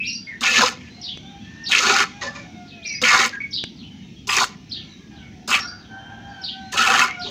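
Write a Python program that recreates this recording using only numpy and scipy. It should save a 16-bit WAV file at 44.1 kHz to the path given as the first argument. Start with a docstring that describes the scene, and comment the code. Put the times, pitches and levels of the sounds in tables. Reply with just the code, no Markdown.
"""Birds whistle and pipe over the low rumble of a farm; then milk is squirted by hand into a metal pail.
Each jet breaks into drops that hiss, ring the pail wall and drive bubbles into the froth: filtered noise
and clicks, resonances and short rising sines, all led by the force of the jet.
Sparrows chirp and far roosters crow as gliding, roughened tones; two dry taps sound close by.
The yard smears the calls with echoes, and the microphone adds its own hiss."""
import sys
import numpy as np
from scipy import signal
from scipy.io import wavfile
from scipy.ndimage import uniform_filter1d

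SR = 44100
rng = np.random.default_rng(int(sys.argv[2]) if len(sys.argv) > 2 else 0)


def store_pcm(level_fs):
    """Save levels as 16-bit WAV."""
    pcm = np.round(np.clip(level_fs, -1, 1) * 32767).astype(np.int16)
    wavfile.write(sys.argv[1], SR, np.atleast_2d(pcm).T)


N = 321930  # length of the scene [samples]

# Colour of the low farm rumble: (frequency [Hz], relative level [dB per Hz])
RUMBLE_COLOUR = [(12, -58), (20, -36.5), (53, -41.5), (65, -12), (103, -4.5), (145, -17.5), (201, -2),
                 (236, -10), (304, -15), (700, -43), (910, -53), (1540, -120)]
RUMBLE_DB = -42.5  # rms, before the bass cut
# Colour of the far chatter: (frequency [Hz], relative level [dB per Hz])
CHATTER_COLOUR = [(350, -46), (600, -5.5), (749, -3.5), (1180, -10), (1920, -3.5), (2220, -0.5),
                  (3170, 0.5), (5050, -7.5), (5890, -1.5), (8500, -32), (11000, -64.5), (18700, -120)]
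# Swell of the far poultry and birds: (time [s], level [dB])
CHATTER_SWELL = [(0, -57), (.3, -53.5), (.85, -51), (1.3, -52), (2.152, -48), (2.699, -53), (3.5, -54.5),
                 (3.9, -54), (4.601, -54), (5.1, -53.5), (5.801, -55.5), (6.1, -55.5), (6.6, -51.5),
                 (7.3, -46.5)]
# How long the yard's echoes last: (frequency [Hz], time to fall by 60 dB [s])
YARD_DECAY = [(500, 0.61), (2000, 0.24), (5000, 0.32), (9000, 0.066)]
# Syllables of crowing: (start [s], length [s], pitch at the start, at the turn and at the end [Hz],
# share of the length before the turn [0-1], fade by the end [dB], roughness [0-1],
# relative levels of overtones 1 to 4 [dB])
CROW_SYLLABLES = [(.92, 0.28, 688, 728, 738, 0.27, -10, 0.19, -59.5, -84, -57.5, -64),
                  (1.22, .17, 771, 803, 789, 0.61, 1.5, 0.092, -57.5, -62, -64, -60),
                  (1.41, .27, 869, 884, 920, 0.21, 3, 0.35, -68, -55.5, -57, -83),
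                  (2.1, 0.19, 789, 811, 820, 0.19, 12.5, 0.2, -59.5, -64, -62, -76),
                  (2.4, .56, 740.6, 691.4, 600, 0.65, -18.5, 0.087, -51, -59, -57, -79),
                  (5.1, 0.18, 827, 804, 728, 0.26, -1, .4, -62, -59.5, -66, -66),
                  (5.31, 0.19, 760, 730, 751, 0.27, -2, 0.16, -58, -73, -80, -82),
                  (5.62, 0.26, 703, 732.3, 732, 0.235, -13.5, 0.31, -54.5, -40, -58, -78),
                  (5.87, .59, 770, 801, 747, .72, -1.5, 0.26, -52, -47, -67, -56),
                  (6.52, 0.21, 746, 774, 760, 0.23, -5, 0.061, -49.5, -50.5, -76, -65),
                  (7.06, 0.16, 727, 731.6, 706.7, 0.31, 4, 0.061, -48, -45, -62, -57)]
# One sparrow chirp, a list of notes: (time from its start [s], pitch before the factor [Hz], relative level [dB])
CHIRP_NOTES = [
    [(0, 5870, -29), (.005, 5950, -11.5), (.012, 5110, -15), (.022, 5600, -8)],
    [(.016, 2780, -24.5), (.027, 4257, -4), (.034, 5007, -0.5), (.05, 3690, -9.5), (.062, 4170, 7)],
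    [(.062, 2700, -45), (.075, 3192, -4.5), (.085, 3660, -3.5), (.11, 3187, -23), (.14, 2870, -18)],
]
# When the chirp is repeated: (time [s], relative level [dB], pitch factor [ratio])
CHIRP_TIMES = [(1.011, -25, 0.96), (1.637, -23, 0.95), (2.653, -44, 0.92), (3.506, -22.5, 0.98),
               (3.758, -40.5, 0.85), (4.691, -27.5, 0.94), (5.135, -46, 0.82), (5.772, -46.5, 0.94),
               (6.412, -26.5, 0.95), (7.191, -26.5, 0.93)]
# A rising whistle with a turn: (time from its start [s], pitch before the factor [Hz], relative level [dB])
WHISTLE_NOTES = [
    [(0, 3070, -12), (.024, 4330, -11), (.04, 5710, -7), (.058, 5760, 8)],
    [(.056, 5440, -5), (.08, 3920, -6.5)],
    [(.085, 5450, -12.5), (.108, 6020, 3)],
    [(.105, 4200, -63), (.122, 4880, -1), (.14, 5010, -5.5)],
]
# When the whistle is repeated: (time [s], relative level [dB], pitch factor [ratio])
WHISTLE_TIMES = [(0.029, -25.5, 0.97), (2.824, -28, 1), (5.555, -32, 0.96)]
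# Mellow notes of other birds, and one high partial of a crow (at 6.508 s):
# (start [s], length [s], first pitch [Hz], last pitch [Hz], relative level [dB])
MELLOW_NOTES = [(0, 0.053, 2573, 2710, -25), (0, 0.11, 2327, 2547, -34), (.07, 0.036, 2780, 2750, -28),
                (0.269, 0.042, 2173, 2065, -32.5), (.305, .027, 2010, 1750, -33),
                (.333, 0.019, 1857, 1840, -40.5), (0.898, 0.16, 4030, 4460, -51),
                (1.229, 0.086, 3460, 3710, -45.5), (1.402, 0.063, 3410, 3220, -49.5),
                (2.349, .05, 2416, 2270, -39), (2.423, 0.12, 3720, 3680, -55),
                (2.714, 0.16, 2575, 2396, -47.5), (2.846, 0.14, 2734, 2490, -40),
                (2.849, 0.083, 2396, 2226, -29.5), (2.937, 0.056, 2183, 2190, -30.5),
                (3.328, 0.035, 1625, 1660, -31), (3.402, 0.022, 2230, 2230, -23.5),
                (3.862, 0.16, 3090, 2900, -53.5), (4.02, .16, 3729, 3714, -58.5),
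                (4.158, 0.048, 3270, 3260, -51.5), (4.754, 0.31, 1800, 1645, -62),
                (4.893, 0.05, 4000, 3750, -47.5), (5.22, 0.048, 2235, 2156, -48),
                (6.281, 0.16, 4700, 4260, -58), (6.508, 0.15, 1920, 1927, -53),
                (6.603, 0.046, 3920, 4190, -51), (6.652, 0.071, 4140, 4060, -54),
                (7.075, 0.066, 2110, 2306, -31.5)]
# Dry taps close by: (time [s], peak of the tick [dB], thud over the tick [dB])
KNOCK_TIMES = [(1.174, -29.5, 14), (3.639, -16.5, 10)]
# Large single drops on the pail: (time [s], peak level [dB], pitch [Hz])
LARGE_DROPS = [(0.414, -29, 1740), (0.581, -11.5, 1930), (0.618, -1, 1370), (0.636, -2, 1110),
               (0.721, -28.5, 4900), (1.79, -5.5, 2500), (1.964, -5, 1450), (2.003, -6.5, 1360),
               (2.038, -12, 1430), (3.018, -25, 2160), (3.098, -29, 1340), (3.293, -20.5, 4570),
               (4.275, -30, 1030), (4.3673, -7, 5800), (4.375, -14, 2640), (4.384, -6, 1790),
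               (4.441, -7, 1440), (5.48, -24, 1000), (5.59, -15, 1360), (6.73, -21, 1800),
               (6.875, -6, 2520), (6.902, -3.5, 1450), (6.92, -9, 1500), (6.94, -3.5, 1400),
               (6.956, -11, 3200), (6.993, -1.5, 1930), (7.006, -11, 1260), (7.022, -19, 1330),
               (7.109, -19, 2250)]
# Colour of the drops' hiss: (frequency [Hz], relative level [dB per Hz])
HISS_COLOUR = [(1650, -36.5), (2800, 4), (3130, -8), (3400, 1), (3680, 5), (5370, -2.5), (6640, 3),
               (8500, -28), (11000, -64), (18700, -120)]
# Colour of the finest droplets: (frequency [Hz], relative level [dB per Hz])
SPRAY_COLOUR = [(4410, -54.5), (7500, 4.5), (8610, -9.5), (9800, -7.5), (11400, -16), (13500, -18),
                (15100, -7), (15900, -44)]
# Ways the pail wall can ring: (frequency [Hz], width [Hz], relative level [dB])
PAIL_MODES = [(235.5, 24, 3.5), (395, 45, -1), (500.8, 23.3, -5), (573, 35, -2.5), (792.6, 58, -1.5),
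              (1023, 35, -0.5), (1169, 40, -3.5), (1307, 48, -6.5), (1426, 48, -3.5), (1570, 170, -21),
              (1749.5, 23.6, 8.5), (1910, 64, 4.5), (2178, 71, 0), (2216, 53, -0.5), (2322, 92, -4.5),
              (2453, 173, 0), (2604, 57, 3), (2703, 40, -7), (2920, 280, 2.5), (3166, 90, 5),
              (3650, 85, -18), (4360, 84, -13.5), (5016, 140, -0.5), (5760, 140, -7), (6700, 43, -8.5)]
# One entry a squirt, in two parts. Tones: (pitch of the struck spot's ring [Hz], of the bubbles [Hz],
# of the boom [Hz], boom over the force [dB], spray [dB]).
# Pull of the hand: (time [s], jet force [dB], wall ring over the force [dB], froth over the force [dB])
SQUIRT_PULLS = [ ((2700, 1295, 496, -6.5, -41), [(.408, -27, -25.5, -13), (.43, -27, 10, 7),
                (.474, -19, 6.5, -4), (.495, -29, 3.5, -1.5), (.567, -17.5, 4.5, -7.5),
                (.619, -20, -4, 8.5), (.677, -22.5, 1.5, -3), (.719, -38, -1.5, 3), (.785, -57, 6.5, -10),
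                (.9, -59.5, 17.5, -1)]), ((2606, 1317, 361.5, -7, -40.5), [(1.69, -29.5, -10, -5),
                (1.712, -32.5, 1, 4.5), (1.717, -20.5, 8, -11), (1.74, -24, 14, 1), (1.788, -17, 3, -9),
                (1.802, -21, -2, -1.5), (1.914, -19.5, -1, 5), (2.026, -23, 5.5, 2.5), (2.04, -36, 5.5, 10),
                (2.14, -57, 0, -15)]), ((1902, 1150, 596, 2, -64), [(2.212, -32, -6, 5), (2.22, -29, 0, 0),
                (2.268, -35, -1, -4), (2.326, -53.5, 3, 4), (2.36, -44.5, 3, 6), (2.47, -55.5, 2.5, -9)]),
                ((2396, 1325, 471, -5, -38), [(3.016, -21, -17, -12), (3.022, -24.5, -12, -8),
                (3.027, -20.5, -12, -4.5), (3.033, -34.5, -4, 7), (3.038, -22, 13, -1),
                (3.095, -19.5, 7, 1.5), (3.149, -19, 2, 9), (3.255, -21.5, 3.5, 2), (3.305, -45, 4, -10),
                (3.36, -50.5, 14, 3)]), ((2604.5, 1110, 414, -14.5, -36), [(4.271, -32, -22, -12),
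                (4.286, -30.5, -20, -4), (4.292, -31, 17, 12.5), (4.305, -28, 9, 2.5),
                (4.354, -23, 3, -1.5), (4.422, -19, -8, 10.5), (4.48, -42, -5, -17), (4.55, -55, 5, -3)]),
                ((2796, 1294, 275, 1.5, -36), [(5.476, -29.5, -19, -8), (5.49, -26.5, -3.5, 6),
                (5.525, -28.5, 12, 14.5), (5.553, -25, 13.5, 4.5), (5.572, -31.5, 10.5, 9),
                (5.596, -35, 6.5, 2), (5.66, -55, 4, 15)]), ((2782, 1330, 439, -1.5, -37),
                [(6.718, -36, -14, -21), (6.728, -28, -8, -6), (6.766, -35, 2, 15), (6.774, -19.5, 1.5, -2),
                (6.828, -24, 5.5, 9), (6.872, -26, 5.5, 7.5), (6.936, -26.5, 6, 16), (6.988, -23, 7, 6),
                (7.04, -26.5, 4.5, 10), (7.16, -63.5, 16, 13)]), ((3200, 901, 424, 13.5, -75),
                [(7.24, -52, -16, -20), (7.264, -44.5, -4, 9), (7.3, -45, 0, 6)]), ]
# Colour of the microphone's own hiss: (frequency [Hz], relative level [dB per Hz])
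MIC_COLOUR = [(4710, -33.5), (8000, -8.5), (10500, -4), (11800, -5.5), (13600, -8), (15000, -3),
              (15900, -1.5)]
MIC_DB = -76.5

SPOT_SAG = 0.17  # the ring falls by this share as the jet slides down the wall
BOOM_PER_RING = -0.84  # the pail booms less while the jet is on the wall (dB per dB)
BOOM_START_DB, BOOM_RISE_S = -9, 0.11  # the boom builds up as the jet digs into the milk
SPRAY_KNEE_DB, SPRAY_PER_FORCE = -28, 1.7  # steady above this force, dies fast under it (dB per dB)
MELLOW_ATTACK_S, MELLOW_START_DB, MELLOW_FADE_DB = .012, 0.5, -4.5
CROW_ATTACK, CROW_START_DB = 0.13, -3  # share of the syllable; level under the top
CROW_WAVER_DB, CROW_WAVER_S = 2.5, 0.045  # at full roughness; hoarse syllables waver more
LOW_CUT_HZ, EDGE_HZ = 65, 15800  # the microphone loses the deepest bass; upper band limit
OVERLOAD_TOP = .85  # level that soft overload never passes


def gain_of(db):
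    """Turns decibels into a factor."""
    return 10 ** (np.asarray(db) / 20)


def evened(x):
    """Scales a sound to rms 1."""
    return x / np.sqrt(np.mean(x ** 2) + 1e-20)


def read(points, hz):
    """Looks up (frequency, value) points on a log frequency axis."""
    f, value = np.transpose(points)
    return np.interp(np.log(hz + 1), np.log(f + 1), value)


def add(mix, s, sound):
    """Lays a sound into the mix at s seconds."""
    part = mix[max(round(s * SR), 0):][:len(sound)]
    part += sound[:len(part)]


def columns(rows):
    """Joins curve rows by straight lines, one value a sample; also gives the start time."""
    s, *values = np.transpose(rows)
    t = np.arange(s[0], s[-1], 1 / SR)
    return s[0], [np.interp(t, s, v) for v in values]


def wander(n, seconds):
    """Random drift of rms 1: noise averaged twice over the given time."""
    width = max(int(seconds * SR), 2)
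    once = uniform_filter1d(rng.standard_normal(n), width)
    return evened(uniform_filter1d(once, width))


def coloured(x, points):
    """Gives a sound the colour of the points, with a filter that never acts ahead of time."""
    level_db = read(points, abs(np.fft.fftfreq(4096, 1 / SR)))
    log_gain = np.log(gain_of(np.maximum(level_db, -90)))
    taps = np.fft.ifft(np.exp(np.conj(signal.hilbert(log_gain)))).real[:2048]
    return signal.oaconvolve(x, taps / np.linalg.norm(taps))[:len(x)]


def ring(x, hz, width):
    """A fixed resonance applied twice for steep flanks; white noise keeps about its level."""
    r = np.exp(-1.5 * np.pi * width / SR)
    turn = np.exp(2j * np.pi * hz / SR)
    level = 2 * np.sqrt(2) * (1 - r) ** 1.5
    return level * signal.lfilter([1], np.poly([r * turn] * 2), x + 0j).real


def echoes(x, decays, gap_s):
    """Sparse echoes of random sign after a gap, each band dying at its own speed."""
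    taps = np.zeros(SR)
    at = np.arange(int(gap_s * SR), SR - 20, 20)
    taps[at + rng.integers(0, 20, len(at))] = rng.choice([-1., 1.], len(at))
    hz, t, z = signal.stft(taps, SR, nperseg=256)
    fade = gain_of(-60 * t / read(decays, hz)[:, None])
    tail = signal.istft(z * fade, SR, nperseg=256)[1]
    return signal.fftconvolve(x, tail / np.linalg.norm(tail))[:N]


def patchy(points, patch_db, streak_db):
    """Coloured noise from random short spectra, its level drifting in wide patches and long narrow streaks."""
    frames, hz = N // 256 + 5, np.fft.rfftfreq(1024, 1 / SR)
    a, b, patches, streaks = rng.standard_normal((frames, 513, 4)).T
    # axis 0 runs over frequency, axis 1 over time
    patches = evened(uniform_filter1d(uniform_filter1d(patches, size=14, axis=0), size=24, axis=1))
    streaks = evened(uniform_filter1d(uniform_filter1d(streaks, size=3, axis=0), size=30, axis=1))
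    depth = np.clip(2500 / (hz[:, None] + 1), .8, 1.7)  # the treble is the steadier part
    level_db = read(points, hz)[:, None] + depth * (patch_db * patches + streak_db * streaks)
    z = (a + 1j * b) * gain_of(level_db)
    return evened(signal.istft(z, nperseg=1024, noverlap=768)[1][:N])


def farm():
    """Low rumble at a steady level and a swelling far chatter, both patchy noise."""
    s, db = np.transpose(CHATTER_SWELL)
    swell = gain_of(np.interp(np.arange(N) / SR, s, db))
    chatter = swell * patchy(CHATTER_COLOUR, patch_db=1.5, streak_db=2.6)
    rumble = gain_of(RUMBLE_DB) * patchy(RUMBLE_COLOUR, patch_db=0.58, streak_db=1.1)
    return rumble + chatter


def hoarse(n, rough, seconds):
    """Fast random changes in size and phase that spread a pure tone into a band."""
    chance = wander(n, seconds) + 1j * wander(n, seconds)
    return (1 + rough * chance) / np.sqrt(1 + 2 * rough ** 2)


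def roosters():
    """Each syllable stacks four overtones that swell and fade, each wavering by itself."""
    out = np.zeros(N)
    for start, length, first_hz, turn_hz, last_hz, share, fade_db, rough, *levels_db in CROW_SYLLABLES:
        done = np.arange(0, length, 1 / SR) / length
        n = len(done)
        hz = np.interp(done, [0, share, 1], [first_hz, turn_hz, last_hz])
        swell_db = np.interp(done, [0, CROW_ATTACK, 1], [CROW_START_DB, 0, fade_db])
        shaky_hz = hz * (1 + 0.02 * rough * wander(n, 0.0049))
        turn = np.exp(2j * np.pi * np.cumsum(shaky_hz) / SR)
        stack = np.zeros(n, complex)
        for k, db in enumerate(levels_db, start=1):
            waver_db = CROW_WAVER_DB * np.sqrt(rough) * wander(n, CROW_WAVER_S)
            stack += gain_of(db + waver_db) * turn ** k * hoarse(n, 2 * rough / k, 0.0019)
        soft_ends = signal.windows.tukey(n, .15)
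        add(out, start, np.sqrt(2) * gain_of(swell_db) * stack.real * soft_ends)
    return out


def note(rows, db=0, factor=1, rough=0, overtone_db=-30):
    """A near sine on a pitch curve, with soft ends and a weak overtone an octave up."""
    s, (hz, level_db) = columns(rows)
    n = len(hz)
    turn = np.exp(2j * np.pi * np.cumsum(hz * factor) / SR)
    pure = turn + gain_of(overtone_db) * turn ** 2
    tone = (pure * hoarse(n, rough, 0.0013)).real
    soft_ends = signal.windows.tukey(n, min(350 / n, 1))
    return s, np.sqrt(2) * gain_of(db + level_db) * tone * soft_ends


def mellow_note(start, length, first_hz, last_hz, db):
    """A mellow tone: the pitch holds for a moment, then glides while the level fades."""
    rows = [(start, first_hz, MELLOW_START_DB),
            (start + MELLOW_ATTACK_S, first_hz, 0),
            (start + length, last_hz, MELLOW_FADE_DB)]
    return note(rows, db, rough=0.18, overtone_db=-31.5)


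def birds():
    """Sparrows repeat one harsh chirp, a whistler one phrase; mellow notes vary, one a high partial of a crow."""
    out = np.zeros(N)
    for start, db, factor in CHIRP_TIMES:
        for rows in CHIRP_NOTES:
            varied_db = db + 2.0 * rng.standard_normal()
            s, sound = note(rows, varied_db, factor, rough=.55, overtone_db=-35)
            add(out, start + s, sound)
    for start, db, factor in WHISTLE_TIMES:
        for rows in WHISTLE_NOTES:
            s, sound = note(rows, db, factor, rough=.3, overtone_db=-24)
            add(out, start + s, sound)
    for row in MELLOW_NOTES:
        add(out, *mellow_note(*row))
    return out


def knock(db, thud_db):
    """A dry tap: a broad tick of ringing noise with a very short dull push under it."""
    t = np.arange(1500) / SR
    blow = rng.standard_normal(len(t)) * np.exp(-t / 0.0022)
    tick = ring(ring(blow, 3000, 2100) + .5 * ring(blow, 5500, 1200), 2400, 3900)
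    thud = np.sin(2 * np.pi * 220 * t) * np.exp(-t / 0.0005)
    return gain_of(db) * (tick / abs(tick).max() + gain_of(thud_db) * thud)


def clicks(n, per_s, spread_db):
    """Random impacts of drops, most small, a few large."""
    size = gain_of(spread_db * np.minimum(rng.exponential(1, n), 4)) * rng.choice([-1., 1.], n)
    return size * (rng.random(n) < per_s / SR)


def wall(blows, zones):
    """Pail modes set ringing; in each zone (top [Hz], level [dB], pitch [Hz]) those near the pitch are favoured."""
    out = np.zeros(len(blows))
    for hz, width, db in PAIL_MODES:
        zone_db, spot_hz = next((level, spot) for top, level, spot in zones if hz < top)
        favour_db = 14 * np.exp(-(np.log(hz / spot_hz) / 0.12) ** 2)
        strays_db = 4.5 * wander(len(blows), .022)  # the jet strays, so each mode comes and goes
        out += ring(blows * gain_of(db + zone_db + favour_db + strays_db), hz, width)
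    return out


def bubbles(hz, per_s=260, cycles=7, rise=0.49):
    """Air dragged under the froth: short sines that rise as they die."""
    out = np.zeros(len(hz))
    draws = rng.random((int(per_s * len(hz) / SR) + 1, 4))
    for place, shift, size, phase in draws:
        f = hz[int(place * len(hz))] * np.exp(0.42 * (shift - .5))
        turns = np.arange(0, 4 * cycles, f / SR)
        shape = (1 - np.exp(-turns / 1.15)) * np.exp(-turns / cycles * 3.24)
        rising = turns * (1 + rise * turns / 30)
        tone = np.sin(2 * np.pi * (rising + phase))
        add(out, place * len(hz) / SR, gain_of(5.3 * size) * shape * tone)
    return evened(out)


def drop(db, hz):
    """One large drop: a short crack of noise and the wall modes near its pitch."""
    blow = rng.standard_normal(4000) * np.exp(-np.arange(4000) / SR / 0.0017)
    sound = gain_of(1.5) * coloured(blow, HISS_COLOUR)
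    sound += gain_of(-13.5) * coloured(blow, SPRAY_COLOUR)
    sound += 3 * ring(blow, hz, 0.22 * hz)
    sound += wall(blow, [(700, -20, 500), (SR, -15, hz)])
    return gain_of(db) * sound / abs(sound).max()


def squirt(tones, rows):
    """The broken jet hisses, rings the wall and makes bubbles, all by its force."""
    spot_hz, bubble_hz, boom_hz, boom_db, spray_db = tones
    s, values = columns(rows)
    pull_length = len(values[0])
    values.append(np.linspace(0, 1, pull_length))
    # extra samples let the wall ring out after the pull
    force_db, ring_db, froth_db, done = np.pad(values, ((0, 0), (0, 3000)), "edge")
    n = len(force_db)
    sagging_hz = spot_hz * (1 - SPOT_SAG * done)
    boom_build_db = BOOM_START_DB * np.exp(-np.arange(n) / SR / BOOM_RISE_S)
    boom_db = boom_db + BOOM_PER_RING * ring_db + boom_build_db
    # taking the force out here keeps the spray steady above the knee
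    spray_db = spray_db - force_db + SPRAY_PER_FORCE * np.minimum(force_db - SPRAY_KNEE_DB, 0)

    sputter_db = 1.84 * wander(n, 0.002) + 0.36 * wander(n, 0.0012)
    force = gain_of(force_db + sputter_db) * (np.arange(n) < pull_length)
    blows = force * evened(evened(clicks(n, 900, 3.26)) + 0.89 * rng.standard_normal(n))
    mist = force * evened(0.68 * evened(clicks(n, 2700, 4.0)) + rng.standard_normal(n))

    froth = gain_of(froth_db - 9.5) * force * bubbles(np.full(n, bubble_hz))
    small_bubbles = gain_of(ring_db - 6) * force * bubbles(sagging_hz, per_s=450, cycles=4.5)
    hiss = gain_of(-2.0) * coloured(blows, HISS_COLOUR)
    spray = coloured(gain_of(spray_db) * mist, SPRAY_COLOUR)
    zones = [(700, boom_db - 14.5, boom_hz),
             (1700, froth_db - 16.5, bubble_hz),
             (3400, ring_db - 23.5, sagging_hz),
             (SR, -14, 4300)]
    return s, hiss + spray + froth + small_bubbles + wall(blows, zones)


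def scene():
    """Mixes milk and taps, near and almost dry, with far wet calls and the farm; the birds are dulled."""
    milk = np.zeros(N)
    for tones, rows in SQUIRT_PULLS:
        add(milk, *squirt(tones, rows))
    for s, *blow in LARGE_DROPS:
        add(milk, s, drop(*blow))
    for s, *blow in KNOCK_TIMES:
        add(milk, s, knock(*blow))
    near = milk + gain_of(-26.0) * echoes(milk, YARD_DECAY, 0.011)
    dulling = signal.butter(4, 7800, fs=SR, output="sos")
    song = signal.sosfilt(dulling, birds())
    crowing = roosters()
    direct_calls = gain_of(-3) * song + gain_of(0.5) * crowing
    calls_to_yard = gain_of(-3.5) * song + gain_of(-1) * crowing
    return (near + direct_calls + echoes(calls_to_yard, YARD_DECAY, .004) + farm())[None]


def record(dry):
    """The microphone: bass cut, soft overload, its own hiss and the upper band limit."""
    bass_cut = signal.butter(2, LOW_CUT_HZ, "high", fs=SR, output="sos")
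    thinned = signal.sosfilt(bass_cut, dry)
    own_hiss = gain_of(MIC_DB) * coloured(rng.standard_normal(N), MIC_COLOUR)
    heard = OVERLOAD_TOP * np.tanh(thinned / OVERLOAD_TOP) + own_hiss
    band_limit = signal.firwin(1023, EDGE_HZ, window=("kaiser", 11), fs=SR)
    return signal.oaconvolve(heard, band_limit[None], "same")


dry = scene()
out = record(dry)
store_pcm(out)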